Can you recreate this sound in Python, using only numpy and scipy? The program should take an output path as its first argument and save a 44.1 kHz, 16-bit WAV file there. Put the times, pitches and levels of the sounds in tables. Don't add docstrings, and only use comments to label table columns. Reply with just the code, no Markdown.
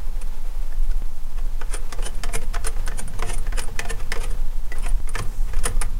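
import sys
import numpy as np
from scipy import signal
from scipy.fft import rfft, irfft
from scipy.io import wavfile
from scipy.ndimage import uniform_filter1d

SR = 44100
rng = np.random.default_rng(int(sys.argv[2]) if len(sys.argv) > 2 else 0)


def wrap_up_sound(samples):
    columns = np.atleast_2d(samples).T
    tamed = np.clip(columns, -1, 1)
    steps = np.round(tamed * 32767).astype(np.int16)
    wavfile.write(sys.argv[1], SR, steps)


N = 264159

# time_s, rubbing_db, thrum_db
HANDS = [(0, -51, -46.5), (.45, -49, -49), (1.2, -54, -53), (1.6, -51, -47), (2.1, -46, -41.5),
         (2.5, -51, -41), (2.85, -45.5, -41), (3.08, -47.5, -37.5), (3.45, -48.5, -39), (3.7, -47, -39),
         (4.33, -46, -41), (4.62, -55, -48.5), (4.87, -42.5, -40), (5.05, -61, -49.5), (5.21, -45, -40.5),
         (5.42, -52.5, -43), (5.62, -45, -38), (5.99, -51, -38.5)]


def hardware():
    # pitch_hz, level_db, t60_s
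    pipe_modes = [(357, -9, 0.061), (452, -2, 0.095), (504, 0, 0.082), (696, -2.5, 0.084),
                  (792, -11, 0.034)]
    clamp_modes = [(838, -1, 0.062), (941, -1, 0.062), (1048, 0, 0.063), (1203, -25.5, 0.078),
                   (1219, 6, 0.037), (1289, -6.5, 0.074), (1455, -0.5, 0.048), (1545, 5.5, 0.027),
                   (1724, -7.5, 0.11), (1790, 3.5, 0.034), (1966, -4, 0.081), (2134, 3.5, 0.031),
                   (2370, 5, 0.023), (2508, 0.5, 0.039), (2630, 9.5, 0.012), (3000, -1, 0.042),
                   (3030, -19, 0.051), (3130, -23, 0.046)]
    bolt_modes = [(4160, -7, 0.015), (4800, -1, 0.033), (5200, 2, 0.019), (5300, 1.5, 0.014),
                  (5590, -7.5, 0.012), (6196, -3.5, 0.022)]
    nut_modes = [(8700, -9, .04), (9350, -6, 0.032), (9280, -2, 0.058), (9480, 2, 0.058), (9680, -1, 0.045),
                 (9970, -9, .035), (11130, -16, 0.026), (11500, -14, .02)]
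    # freq_hz, level_db
    pipe_blur = [(90, -15), (160, -7.5), (240, -4), (300, -8.5), (350, -4.5), (420, 1), (520, -3),
                 (600, -8), (740, -5.5), (950, -18.5), (2000, -62)]
    clamp_blur = [(400, -32.5), (700, -38), (900, -3.5), (2200, -3.5), (3300, -7), (4100, -19.5),
                  (8000, -52)]
    bolt_blur = [(1800, -54), (3100, 4.5), (3600, 1.5), (4100, 1), (5000, 5), (7000, 7), (8300, 4),
                 (9500, -12), (11500, 2), (13000, -9), (16000, 1)]
    nut_blur = [(5000, -52), (7800, -8), (8800, -0.5), (9500, 3.5), (10400, -0.5), (11600, -10),
                (12600, -11), (16000, -23)]
    events = turns(), clinks() + knocks()
    pipe = part(*events, column=0, scrape_db=1, blow_db=-1.5,
                modes=pipe_modes, blur=pipe_blur, blur_db=-1.5, blur_t60_s=0.044, build_s=0.0036)
    clamp = part(*events, column=1, scrape_db=1.85, blow_db=-1.82,
                 modes=clamp_modes, blur=clamp_blur, blur_db=-3, blur_t60_s=0.046, build_s=0.0014)
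    bolt = part(*events, column=2, scrape_db=1.7, blow_db=-1.5,
                modes=bolt_modes, blur=bolt_blur, blur_db=7, blur_t60_s=0.04, build_s=0.00078)
    nut = part(*events, column=3, scrape_db=1, blow_db=-1,
               modes=nut_modes, blur=nut_blur, blur_db=0, blur_t60_s=0.039, build_s=0.00052)
    return pipe + clamp + bolt + nut


def part(scrapes, blows, column, scrape_db, blow_db, **body):
    out = np.zeros(N)
    for start_s, favoured_hz, *levels_db in blows:
        hardness_db = levels_db[2] - levels_db[1]
        blow = struck(response(**body), favoured_hz, hardness_db)
        add(out, start_s, amp(levels_db[column] + blow_db) * unit(blow))
    for peak_s, swell_s, *levels_db in scrapes:
        lead_s, force = slips(swell_s, fall_s=0.49 * swell_s)
        scrape = signal.fftconvolve(force, response(**body))
        add(out, peak_s - lead_s, amp(levels_db[column] + scrape_db) * unit(scrape))
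    return np.sqrt(0.01 * SR) * out


def response(modes, blur, blur_db, blur_t60_s, build_s, spread_db=4, size=4400):
    t = np.arange(size) / SR
    hz, db, t60_s = np.transpose(modes)[:, :, None]
    contact_db = spread_db * rng.standard_normal(hz.shape)
    phase = rng.random(hz.shape)
    partials = amp(db + contact_db - 60 * t / t60_s) * np.sin(2 * np.pi * (hz * t + phase))
    burst = rng.standard_normal(size) * amp(-60 * t / blur_t60_s)
    dense = signal.fftconvolve(burst, causal(blur))[:size]
    shake = unit(partials.sum(0)) + amp(blur_db) * unit(dense)
    return shake * (1 - np.exp(-t / build_s))


def turns():
    # peak_s, swell_s, level_db, bright_db
    scrapes = [(0.216, 0.0036, -46.5, 5), (1.385, 0.01, -44, -12), (1.742, 0.021, -33.5, 0),
               (2.062, .014, -33.5, 4.5), (2.338, .005, -34, 1), (2.353, .006, -30, 3.5),
               (2.434, .008, -46, -1.5), (2.537, 0.0028, -44, -1), (2.67, 0.015, -32.5, 0),
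               (2.993, 0.0085, -36.5, 8.5), (3.192, .0035, -37.5, -3), (3.297, 0.027, -31.5, -1),
               (3.338, 0.01, -41, 10.5), (3.581, 0.0082, -31.5, -2.5), (3.904, .009, -30, -2.5),
               (4.002, 0.0092, -40.5, -9), (4.213, 0.0078, -39, -4), (4.239, 0.014, -35.5, 0),
               (4.31, .012, -47.5, 5), (4.843, 0.014, -39, -8), (4.862, 0.0032, -36.5, -6),
               (4.886, 0.0053, -53, 17), (5.142, 0.0045, -45, -1), (5.181, .012, -42.5, 5),
               (5.491, 0.013, -46, -7), (5.565, .007, -44.5, -9), (5.638, .003, -39.5, 5.5),
               (5.657, 0.0043, -29.5, 4.5), (5.68, .007, -42.5, 8)]
    return [(peak_s, swell_s, db - 1.5, db, db - 4.5 + 0.48 * bright_db, db - 2.5 + bright_db)
            for peak_s, swell_s, db, bright_db in scrapes]


def slips(swell_s, fall_s, rate_hz=2200, grit_db=4, catch=2.1, drag=0.029, drag_s=0.018, size=8000):
    lead = size * 3 // 4
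    t = (np.arange(size) - lead) / SR
    slipping = rng.random(size) < rate_hz / SR
    clicks = slipping * amp(grit_db * rng.standard_normal(size)) * rng.choice([-1, 1], size)
    clicks[lead] = catch
    clicks = signal.lfilter(*signal.butter(4, 12500, fs=SR), clicks)
    before_s, after_s = np.minimum(t, 0), np.maximum(t, 0)
    pressure = np.exp(before_s / swell_s) + drag * np.exp(before_s / drag_s)
    return lead / SR, clicks * pressure * np.exp(-after_s / fall_s)


def clinks(clamp_mode_hz=1325):
    # start_s, level_db
    rocks = [(1.739, -28), (1.767, -39), (2.15, -47.5), (2.667, -25), (2.863, -38), (3.077, -37.5),
             (3.38, -37), (3.618, -34.5), (3.636, -35.5), (4.783, -42), (4.825, -44), (5.090, -34.5),
             (5.222, -40), (5.654, -20), (5.813, -25)]
    return [(start_s, clamp_mode_hz, db - 9.5, db - 6.5, db - 11.5, db) for start_s, db in rocks]


def knocks():
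    # start_s, favoured_hz, level_db, hardness_db
    contacts = [(0.722, 1750, -44, -16), (0.912, 1450, -45, -3), (1.612, 1450, -31, -14),
                (1.924, 1120, -31, -2.5), (1.985, 494, -38.5, -18), (2.024, 2890, -36, -6.5),
                (2.2346, 1150, -28, -2), (2.288, 690, -37, -12), (2.416, 473, -43.5, -3.5),
                (2.543, 1350, -29.5, -5.5), (2.559, 1620, -27.5, -15), (2.644, 1500, -34, -2),
                (2.762, 1220, -40.5, -15), (2.876, 1470, -29, -5), (2.915, 1790, -34.5, -19),
                (3.2226, 710, -24.5, -11), (3.466, 1660, -36.5, -11.5), (3.523, 1670, -32.5, -12.5),
                (3.592, 2280, -29, 1), (3.679, 460, -42, -13), (3.7912, 2100, -21.5, -5.5),
                (3.85, 700, -33, -8), (4.118, 2020, -22, -6), (4.142, 1680, -39, -7),
                (4.157, 476, -32, -9.5), (4.174, 480, -44, -1), (4.718, 1980, -29.5, -12),
                (4.752, 1490, -44, -15), (4.860, 1010, -34.5, -16), (5.073, 2080, -39.5, -11),
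                (5.153, 1670, -23.5, -11.5), (5.189, 1120, -26.5, -5), (5.533, 1700, -35, -10.5),
                (5.588, 1210, -42, -0.5), (5.663, 480, -29, -17), (5.818, 2050, -27, -7)]
    rows = []
    for start_s, favoured_hz, db, hardness_db in contacts + rattles():
        pipe_db = -13 + 0.67 * db - 4.5 * np.log2(favoured_hz / 1000)
        nut_db = db - 5 + 1.73 * hardness_db
        rows.append((start_s, favoured_hz, pipe_db, db, db + hardness_db, nut_db))
    return rows


def rattles(rate_hz=6, centre_hz=1300, spread_db=3.5, hardness_db=-7.5, count=120):
    start_s, chance = rng.random((count, 2)).T * [[N / SR], [count]]
    octaves, force = rng.uniform(-1.21, 1, (count, 2)).T
    thrum_db = curve(HANDS, column=2)[(start_s * SR).astype(int)]
    level_db = thrum_db - 8 + spread_db * force
    rows = np.c_[start_s, centre_hz * 2 ** octaves, level_db, np.full(count, hardness_db)]
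    return list(rows[chance < rate_hz * N / SR])


def struck(ring, favoured_hz, hardness_db, focus=2):
    favoured = signal.lfilter(*signal.iirpeak(favoured_hz, Q=9, fs=SR), ring)
    corner_hz = 6500 * amp(hardness_db)
    pole = np.exp(-2 * np.pi * corner_hz / SR)
    return signal.lfilter([1 - pole], [1, -pole], ring + focus * favoured)


def cabinet(x, low_db=-8, high_db=-15, delay_s=0.003, size=22050):
    # freq_hz, t60_s
    decay_times = [(150, 1), (500, 0.27), (1500, 0.23), (5000, 0.15), (10000, 0.13), (16000, 0.071)]
    hz, t, bins = signal.stft(rng.standard_normal(size), SR, nperseg=256)
    t60_s = read(decay_times, hz)[:, None]
    decay = amp(-60 * t / t60_s) * np.sqrt(2 * np.log(1000) / (t60_s * SR))
    wet = amp(read([(500, low_db), (6000, high_db)], hz))[:, None]
    tail = signal.istft(bins * decay * wet, SR, nperseg=256)[1]
    return signal.fftconvolve(x, np.r_[np.zeros(round(delay_s * SR)), tail])[:N]


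def fingers(trim_db=-3, uneven_db=2.5):
    # freq_hz, level_db
    skin_colour = [(200, -27), (300, -7), (380, -3.5), (480, 1.5), (590, -3.5), (696, -12.5), (780, -3.5),
                   (1200, -6.5), (2200, -12.5), (4000, -17), (9400, -21.5), (16000, -26.5)]
    brush_colour = [(1500, -29), (4000, -13), (5500, 5), (8000, 6), (11000, 1), (16000, -3)]
    # time_s, level_db
    brush_level = [(5.2, -75), (5.28, -55), (5.36, -52.5), (5.46, -57), (5.6, -69), (5.8, -72)]
    grip = unit_rms(uniform_filter1d(rng.standard_normal(N), size=900))
    rubbing = noise(skin_colour) * amp(curve(HANDS) + trim_db + uneven_db * grip)
    return rubbing + noise(brush_colour) * amp(curve(brush_level))


def thuds(rise_s=0.022, fall_s=0.033, size=11000):
    # start_s, level_db
    bumps = [(1.41, -43.5), (2.334, -35.5), (3.235, -36), (5.155, -30.5), (5.19, -32), (5.659, -30)]
    # freq_hz, level_db
    housing_colour = [(50, -26), (80, 0.5), (107, 8), (132, -8), (156, -4), (190, -11), (250, -7),
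                      (300, -24), (380, -18), (600, -44)]
    out, t = np.zeros(N), np.arange(size) / SR
    housing = causal(housing_colour, size=8192)
    push = (1 - np.exp(-t / rise_s)) * np.exp(-t / fall_s)
    for start_s, db in bumps:
        boom = signal.fftconvolve(push * rng.standard_normal(size), housing)
        add(out, start_s, amp(db) * np.sqrt(fall_s * SR) * unit(boom))
    return out


def handling():
    # freq_hz, level_db
    rumble_colour = [(1, -45), (5, -12), (13, 0), (17, -3), (24, -7.5), (31, -14.5), (37, -33), (44, -18),
                     (50, -45), (70, -37), (200, -86)]
    thrum_colour = [(35, -14), (55, 5), (76, -1), (88, -1), (107, 2.5), (132, -12.5), (156, -3.5),
                    (175, -11.5), (205, -10), (250, -12.5), (300, -27), (600, -56)]
    # time_s, level_db
    rumble_level = [(0, -19), (.7, -19), (.85, -12.5), (1.1, -18), (2.1, -19.5), (2.4, -16), (3.1, -20.5),
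                    (3.35, -16.5), (3.9, -20), (4.45, -15.5), (4.72, -18), (4.99, -14), (5.2, -22),
                    (5.6, -13), (5.99, -18)]
    rumble = swelling(noise(rumble_colour), curve(rumble_level), size=6000)
    thrum = swelling(noise(thrum_colour), curve(HANDS, column=2), size=4000)
    return (rumble + thrum) * signal.windows.tukey(N, 0.008)


def pops(settle_s=0.015, size=4000):
    # start_s, level_db, polarity
    steps = [(1.0215, -24, 1), (5.0024, -26.5, -1)]
    out = np.zeros(N)
    step = np.exp(-np.arange(size) / SR / settle_s)
    rounded = signal.lfilter([0.3], [1, -0.7], step)
    for start_s, db, polarity in steps:
        add(out, start_s, polarity * amp(db) * rounded)
    return out


def hiss(rumble, steady_db=-51.15, sizzle_db=-56, crest=0.14):
    # freq_hz, level_db
    hiss_colour = [(120, -30), (200, 7.5), (231, 0), (263, -0.5), (321, -5.5), (399, -7), (430, -19.5),
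                   (515, -2), (554, -8.5), (827, -1), (874, -1), (1450, -11), (2510, -12.5), (2650, -13),
                   (15500, -17.5)]
    sizzle_colour = [(1500, -29), (4000, -4), (9000, 8), (16000, 2)]
    on_crest = np.clip(rumble / crest, 0, 1) ** 2
    return amp(steady_db) * noise(hiss_colour) + amp(sizzle_db) * on_crest * noise(sizzle_colour)


def amp(db):
    return 10 ** (np.asarray(db) / 20)


def unit_rms(x):
    return x / np.sqrt(np.mean(x ** 2) + 1e-20)


def unit(x):
    return x / np.sqrt(np.sum(x ** 2) + 1e-20)


def read(points, hz):
    freq_hz, value = np.transpose(points)
    return np.interp(np.log(hz + 1e-3), np.log(freq_hz), value)


def curve(rows, column=1):
    rows = np.array(rows)
    return np.interp(np.arange(N) / SR, rows[:, 0], rows[:, column])


def add(mix, start_s, sound):
    span = mix[max(round(start_s * SR), 0):][:len(sound)]
    span += sound[:len(span)]


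def noise(colour):
    gain = amp(read(colour, np.fft.rfftfreq(N, 1 / SR)))
    return unit_rms(irfft(rfft(rng.standard_normal(N)) * gain, N))


def causal(colour, size=2048):
    log_gain = np.log(amp(read(colour, abs(np.fft.fftfreq(size, 1 / SR)))))
    spectrum = np.exp(np.conj(signal.hilbert(log_gain)))
    return np.fft.ifft(spectrum).real[:size // 2]


def swelling(x, level_db, size):
    gain = amp(level_db) / np.sqrt(uniform_filter1d(x ** 2, size=size))
    return x * uniform_filter1d(gain, size=size // 2)


def scene():
    parts, rumble = hardware(), handling()
    return (parts + cabinet(parts) + fingers() + thuds() + rumble + pops() + hiss(rumble))[None]


def record(dry):
    edge_hz, offset = 15850, 0.051
    lowpass = signal.firwin(511, edge_hz, window=("kaiser", 9), fs=SR)
    return signal.oaconvolve(dry, lowpass[None], "same") + offset


dry = scene()
out = record(dry)
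wrap_up_sound(out)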